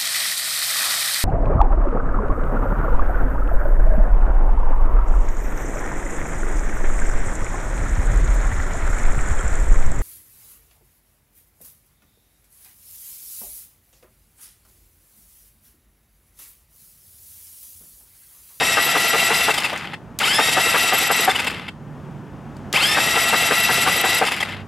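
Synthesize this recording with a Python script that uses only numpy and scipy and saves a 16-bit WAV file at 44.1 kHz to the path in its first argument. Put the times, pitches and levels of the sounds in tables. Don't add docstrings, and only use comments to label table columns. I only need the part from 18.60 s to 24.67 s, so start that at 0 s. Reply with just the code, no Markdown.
import sys
import numpy as np
from scipy import signal
from scipy.fft import rfft, irfft
from scipy.io import wavfile
from scipy.ndimage import uniform_filter1d

SR = 44100
rng = np.random.default_rng(int(sys.argv[2]) if len(sys.argv) > 2 else 0)


def store_wav(level_fs):
    pcm = np.round(np.clip(np.atleast_2d(level_fs), -1, 1) * 32767)
    wavfile.write(sys.argv[1], SR, pcm.T.astype(np.int16))


N = 267687

# centre in Hz, width in Hz, height in dB before the caller's lift.
CASING_RESONANCES = [(810, 156, -0.5), (1245, 25, -1.5), (2086, 137, -1.5), (2645, 170, -1.5),
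                     (3174, 95, -1.5), (3486, 47, 1), (3720, 43, -1), (4280, 100, -3), (4798, 143, 0),
                     (5210, 67, 1.5), (6750, 58, -6), (7220, 58, -1.5), (7720, 110, -3), (8310, 91, -0.5),
                     (9830, 100, -1), (10500, 55, -17), (10300, 45, 2.5), (11710, 86, -0.5),
                     (14000, 160, -8)]
# start in seconds, level in dB before a common trim,
# centre in Hz.
AIR_CHUFFS = [(0.004, -16.5, 620), (0.165, -12.5, 1220), (0.345, -12.5, 720), (0.53, -14, 460),
              (0.699, -14.5, 786), (0.877, -13.5, 920), (1.117, -21, 730), (1.781, -11, 800),
              (1.963, -12, 770), (2.137, -12.5, 1220), (2.317, -13, 710), (2.496, -13, 790),
              (2.67, -9.5, 780), (4.362, -13, 786), (4.55, -16, 795), (4.722, -12.5, 735),
              (4.903, -12.5, 540), (5.083, -14.5, 720), (5.259, -12, 1140), (5.433, -13, 910),
              (5.607, -10.5, 794)]
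# frequency in Hz,
# gain in dB before scaling to rms 1.
LOOSE_GEAR_COLOUR = [(500, 2.5), (1500, 4), (3000, 1), (4000, 3)]


def undb(db):
    return 10 ** (np.asarray(db) / 20)


def unit(x):
    return x / np.sqrt(np.mean(x ** 2))


def curves(tables, outside):
    t = np.arange(N) / SR
    out = np.ones((len(outside), N)) * np.array(outside)[:, None]
    for table in tables:
        s, *columns = np.transpose(table)
        on = (t >= s[0]) & (t <= s[-1])
        out[:, on] = [np.interp(t[on], s, c) for c in columns]
    return out


def colour(x, points, modes=(), lift_db=0.):
    f = np.arange(N // 2 + 1) * SR / N + 1
    hz, db = np.transpose(points)
    gain = undb(np.interp(np.log(f), np.log(hz), db))
    ring = sum(undb(2 * (d + lift_db)) / (1 + (2 * (f - m) / w) ** 2) for m, w, d in modes)
    return irfft(rfft(x) * gain * np.sqrt(1 + ring), N)


def noise():
    return rng.standard_normal(N)


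def walk(rate):
    k = int(SR / rate)
    steps = np.repeat(rng.standard_normal(N // k + 1), k)
    return unit(uniform_filter1d(uniform_filter1d(steps, k), k)[:N])


def treble(x, hz=5200):
    return signal.sosfiltfilt(signal.butter(3, hz, "high", fs=SR, output="sos"), x)


def hump(s, length, rise):
    u = np.linspace(0, 1, int(np.clip(length, .004, .1) * SR))
    a = np.clip(rise, .05, .9)
    return int(s * SR), np.sin(np.pi / 2 * np.minimum(u / a, (1 - u) / (1 - a))) ** 2


def add(track, i, burst):
    track[i:i + len(burst)] += burst[:N - i]


def starter():
    # button pressed, released and gears at rest in seconds,
    # full pinion mesh in Hz, throb sets in at seconds.
    bursts = [(-.225, .92, 1.375, 1962, .95), (1.586, 2.665, 3.11, 1950, 2.29),
              (4.122, 5.61, 6.04, 1957, 5.24)]
    engage_s = .014
    spin_up_s, creep_s, creep_share = .073, .5, .02
    t = np.arange(N) / SR
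    hz, missing, on, coast, throb = np.zeros((5, N))
    for press, release, rest, top_hz, throb_s in bursts:
        held = (t >= press + engage_s) & (t < release)
        free = (t >= release) & (t < rest)
        u = t[held] - press
        missing[held] = (1 - creep_share) * np.exp(-u / spin_up_s) + creep_share * np.exp(-u / creep_s)
        hz[held] = top_hz * (1 - missing[held])
        on[held] = 1
        coast[free] = (rest - t[free]) / (rest - release)
        throb[held] = np.clip((t[held] - throb_s) / .05, 0, 1)
    return hz, missing, uniform_filter1d(on, size=300), coast, throb


def cycle():
    # share of the cycle, speed ripple in %,
    # tooth load in dB before the throb and each sound reshape it.
    stroke_table = [(0, .9, -3), (.15, -.4, -2), (.23, .7, 1), (.54, -.1, 1), (.67, .2, -1.5),
                    (.8, -.6, 2.5), (.9, -.7, 0), (.95, -.3, -3.5), (1, .9, -3)]
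    throbs_per_cycle, throb_peak_share = 4, .155
    throb_speed_pct, throb_peak_db = 1.4, 9
    throb_unload = 1.5
    s = np.transpose(AIR_CHUFFS)[0]
    count = np.cumsum(np.append(0, np.round(np.diff(s) / .178)))
    share, speed, load_db = np.transpose(stroke_table)
    at = np.interp(np.arange(N) / SR, s, count) % 1
    throb = starter()[4]
    beat = 2 * np.pi * throbs_per_cycle * (at - throb_peak_share)
    load_db = np.interp(at, share, load_db)
    dips_db = np.minimum(load_db, 0) * (np.abs(at - .48) > .4)
    load_db = load_db * (1 - throb) + (1 + throb_unload) * throb * dips_db
    speed = np.interp(at, share, speed) - throb_speed_pct * throb * np.sin(beat)
    return speed, load_db, throb_peak_db * throb * np.cos(beat)


def whine(speed, load_db, throb_db):
    # multiple of the mesh pitch, level in dB before the path
    # and overall gain, waver in dB.
    pinion = [(1, -1, 3.2), (2, -2.5, 3), (3, -2, 3), (4, -16.5, 2.5), (5, -16, 3.5), (6, -18.5, 4),
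              (7, -23, 3)]
    ring_gear = [(1, -1, 4.5), (2, -2.5, 3.5), (4, -7.5, 3.5)]
    # frequency in Hz, gain in dB.
    whine_path = [(500, -12), (1200, -3), (1900, 0), (2700, 4), (3300, 4), (3900, -3), (4700, 0), (5300, 0),
                  (5850, -8), (6800, -8), (7750, 8), (8600, -4), (9800, 2), (11600, 7), (14000, 0)]
    ring_per_pinion, pinion_teeth = .3487, 9
    whine_db, surge_db = -25.5, 3
    hz, missing, on = starter()[:3]
    jitter = .004 * walk(160) + .025 * np.sqrt(missing) * walk(60)
    phase = 2 * np.pi * np.cumsum(hz * (1 + speed / 100 + jitter)) / SR
    wobble = 1 + .25 * np.cos(phase / pinion_teeth)
    straining_db = 6 * np.sqrt(missing)
    out = 0
    for k, d, waver_db in pinion:
        flutter_db = waver_db * walk(150) + straining_db * walk(130)
        feel_db = load_db * k * .35 + throb_db * min(k / 6, 1) ** 4
        out = out + undb(d + flutter_db + feel_db) * wobble * np.sin(k * phase)
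    for k, d, waver_db in ring_gear:
        rough = k * ring_per_pinion * phase + .4 * walk(250)
        level_db = d + waver_db * walk(150) - np.abs(throb_db) * .7
        out = out + (1 - missing) ** 5 * undb(level_db) * np.sin(rough)
    through_casing = colour(out, whine_path, CASING_RESONANCES, lift_db=5.)
    return on * undb(whine_db + surge_db * missing) * through_casing


def metal(grain_db, lift_db, coarse):
    # frequency in Hz, density in dB per Hz before scaling to rms 1.
    casing_colour = [(20, -20), (90, -22), (150, -7.5), (450, -6.5), (800, -7.5), (1100, -5), (2000, -2),
                     (3000, -3.5), (4200, -14.5), (6260, -26), (11700, -29.5), (15100, -43.5), (16000, -69)]
    size = np.repeat(rng.exponential(size=N // 8 + 1), 8)[:N]
    size = unit(uniform_filter1d(size, int(coarse)) - 1)
    x = colour(noise() * undb(grain_db * size), casing_colour, CASING_RESONANCES, lift_db)
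    high = treble(x)
    return unit(x - high), unit(high)


def coasting_db(coast):
    level_db = -25.5 + 14 * np.log10(coast + 1e-4)
    treble_db = -9 - 15 * (1 - coast)
    return level_db, treble_db


def rattle(load_db, low_feel=0.043):
    rasp_db, surge_db = -22.5, 4.5
    treble_db, dull_db = -5, -5.5
    missing, driven, coast = starter()[1:4]
    low, high = metal(grain_db=1.0, lift_db=9.0, coarse=55)
    flicker_db = .8 * walk(150)
    high_db = treble_db + dull_db * missing + load_db + flicker_db
    low_db = low_feel * load_db * (0.5 - np.minimum(load_db, 0) / 2)
    rasp = low * undb(low_db) + high * undb(high_db)
    low, high = metal(grain_db=2.6, lift_db=6., coarse=90)
    db, high_db = coasting_db(coast)
    loose = undb(db) * (unit(colour(low, LOOSE_GEAR_COLOUR)) + high * undb(high_db))
    driven_rasp = driven * undb(rasp_db + surge_db * missing) * rasp
    return undb(.6 * walk(120)) * (driven_rasp + (1 - driven) * loose)


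def clatter(fall=0.079):
    # start in seconds, level in dB before a common trim,
    # length in seconds, middle pitch of the squeal in Hz.
    scrapes = [(0.936, -13, .024, 1950), (0.9726, -12.5, 0.033, 3030), (1.0084, -22, 0.024, 3000),
               (1.0344, -13.5, 0.047, 2620), (1.092, -25, 0.018, 3180), (1.252, -24, 0.011, 3060),
               (1.329, -22, 0.029, 1860), (2.69, -13.5, 0.041, 3520), (2.747, -13.5, 0.034, 2960),
               (2.7844, -13.5, 0.038, 2530), (2.837, -24, 0.028, 2670), (2.8616, -13, 0.036, 2650),
               (2.894, -25, 0.022, 2570), (3.077, -22, .027, 2690), (5.646, -17.5, 0.023, 2700),
               (5.659, -13, 0.034, 3050), (5.68, -17, 0.025, 2720), (5.71, -15.5, 0.04, 2500),
               (5.736, -20, 0.023, 2250), (5.7723, -22.5, 0.021, 2700), (5.799, -14.5, 0.029, 3217),
               (5.822, -13, 0.023, 1968), (5.887, -29, .038, 1760)]
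    squeal_db, scrape_treble_db = -3, 4.5
    low, high = metal(grain_db=1.5, lift_db=12.5, coarse=124)
    low = unit(colour(low, LOOSE_GEAR_COLOUR))
    flutter = undb(4.5 * walk(400))
    out = np.zeros(N)
    high = high * undb(coasting_db(starter()[3])[1] + scrape_treble_db)
    for s, db, length, hz in scrapes:
        i, env = hump(s, length, rise=0.31)
        scrape = unit((low + high)[i:i + len(env)])
        glide = hz * (1 + fall * np.linspace(.5, -.5, len(env)))
        tone = np.sin(2 * np.pi * np.cumsum(glide) / SR)
        squeal = undb(squeal_db) * flutter[i:i + len(env)] * tone
        add(out, i, undb(db - 6.0) * env * (scrape + squeal))
    return out


def ticks():
    # start in seconds, level in dB before a common lift.
    tick_table = [(0.9654, -34), (1.0044, -30), (1.1298, -37), (1.176, -33.5), (1.187, -45), (1.5884, -20),
                  (2.8194, -36), (2.8457, -31), (2.907, -37), (3.967, -50), (4.1277, -21), (5.7644, -34),
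                  (5.8086, -34), (5.8915, -46)]
    out, t = np.zeros(N), np.arange(600) / SR
    chance = rng.standard_normal((len(tick_table), len(t)))
    for (s, db), hiss in zip(tick_table, chance):
        ring = signal.lfilter(*signal.iirpeak(4350, .8, fs=SR), hiss)
        add(out, int(s * SR), undb(db + 4.5) * unit(ring) * np.exp(-t / 0.0038))
    return out


def chuffs(weak_db=-14.0, weak_hz=400):
    # centre in Hz, width in Hz, height in dB before a 5 dB lift.
    cylinder = [(458, 30, 4), (759, 20, 6), (914, 21, 0), (1220, 14, 5.5), (1574, 21, 3), (1954, 91, -21)]
    air_colour = [(80, -34), (220, -9), (500, -6), (1700, -5), (2500, -13), (4000, -30), (9000, -60)]
    sputter = noise() * undb(2.0 * walk(900))
    air = unit(colour(sputter, air_colour, cylinder, lift_db=5.))
    edge = unit(treble(air, hz=1260))
    out = np.zeros(N)
    next_starts = np.append(np.transpose(AIR_CHUFFS)[0][1:], 9)
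    for (s, db, hz), next_s in zip(AIR_CHUFFS, next_starts):
        i, env = hump(s, length=0.054, rise=0.18)
        puff = air[i:i + len(env)]
        ring = signal.lfilter(*signal.iirpeak(hz, 3., fs=SR), puff)
        jet = 0.1 * np.linspace(0, 1, len(env)) * edge[i:i + len(env)]
        add(out, i, undb(db - 2.5) * env * unit(puff + ring + jet))
        if next_s - s < .2:
            j, env = hump((s + next_s) / 2, 0.039, rise=0.39)
            dull = signal.lfilter(*signal.iirpeak(weak_hz, .9, fs=SR), air[j:j + len(env)])
            add(out, j, undb(db + weak_db) * env * unit(dull))
    return out


def hum(table):
    hz, db = curves([table], [100, -120])
    phase = 2 * np.pi * np.cumsum(hz * (1 + 0.023 * walk(11))) / SR
    return undb(db + 8.5 + 1.8 * walk(20)) * np.sin(phase)


def traffic():
    # time in seconds, level in dB.
    roar_level = [(0, -38.5), (1.5, -39), (3.2, -38.5), (4.1, -35.5), (6.07, -37.5)]
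    # frequency in Hz, density in dB per Hz before scaling to rms 1.
    roar_colour = [(12, -57), (35, -24), (60, -9.5), (142, -3), (228, -3), (270, -8), (367, -10.5),
                   (485, -16), (873, -17), (1810, -26), (2020, -31), (3160, -36), (3950, -44),
                   (6720, -45.5), (16000, -59)]
    # time in seconds, pitch in Hz, level in dB before a common lift.
    hum_tables = [
        [(3.0, 148, -52), (3.3, 146.5, -46.5), (4.1, 140, -48), (4.3, 141, -61)],
        [(5.7, 102.6, -65), (5.85, 101, -46), (6.07, 96.5, -43.5)],
    ]
    side_colour = [(30, -13), (70, -8), (200, -18), (5000, -59)]
    rumble_colour = [(15, -21), (30, -21), (50, -5), (90, -39)]
    db, = curves([roar_level], [-37])
    mid, side = (unit(colour(noise(), roar_colour)) for _ in range(2))
    roar = mid + colour(side, side_colour) * np.array([[1], [-1]])
    rumble = np.array([unit(colour(noise(), rumble_colour)) for _ in range(2)])
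    hums = sum(hum(table) for table in hum_tables)
    return undb(db + 1.0 * walk(5.35)) * roar + undb(-68) * rumble + hums


def scene():
    speed, load_db, throb_db = cycle()
    engine = whine(speed, load_db, throb_db) + rattle(load_db) + clatter() + chuffs() + ticks()
    t = np.arange(SR // 4) / SR
    tails = rng.standard_normal((2, len(t))) * np.exp(-np.log(1000) * t / 0.2)
    tails = tails / np.sqrt(np.sum(tails ** 2, axis=1, keepdims=True))
    echo = np.array([signal.fftconvolve(engine, h)[:N] for h in tails])
    wide = [(500, -20.5), (2500, -18.5), (5000, -11.5), (9000, -4.0), (12000, -29)]
    return engine + np.array([colour(e, wide) for e in echo]) + traffic()


def record(dry):
    # frequency in Hz, left minus right in dB.
    port_balance = [(25, -1), (50, -7), (110, -6), (200, -2), (380, 2), (700, 2.5), (1290, 3), (2380, 2.5),
                    (4400, 1), (8120, 1), (12000, 0)]
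    top_hz = 15900
    hz, db = np.transpose(port_balance)
    x = np.array([colour(c, np.transpose([hz, side * db / 2])) for c, side in zip(dry, (1, -1))])
    x = np.tanh(x * 1.4) / 1.4
    return signal.sosfilt(signal.ellip(10, .2, 80, top_hz, fs=SR, output="sos"), x)


dry = scene()
out = record(dry)
store_wav(out)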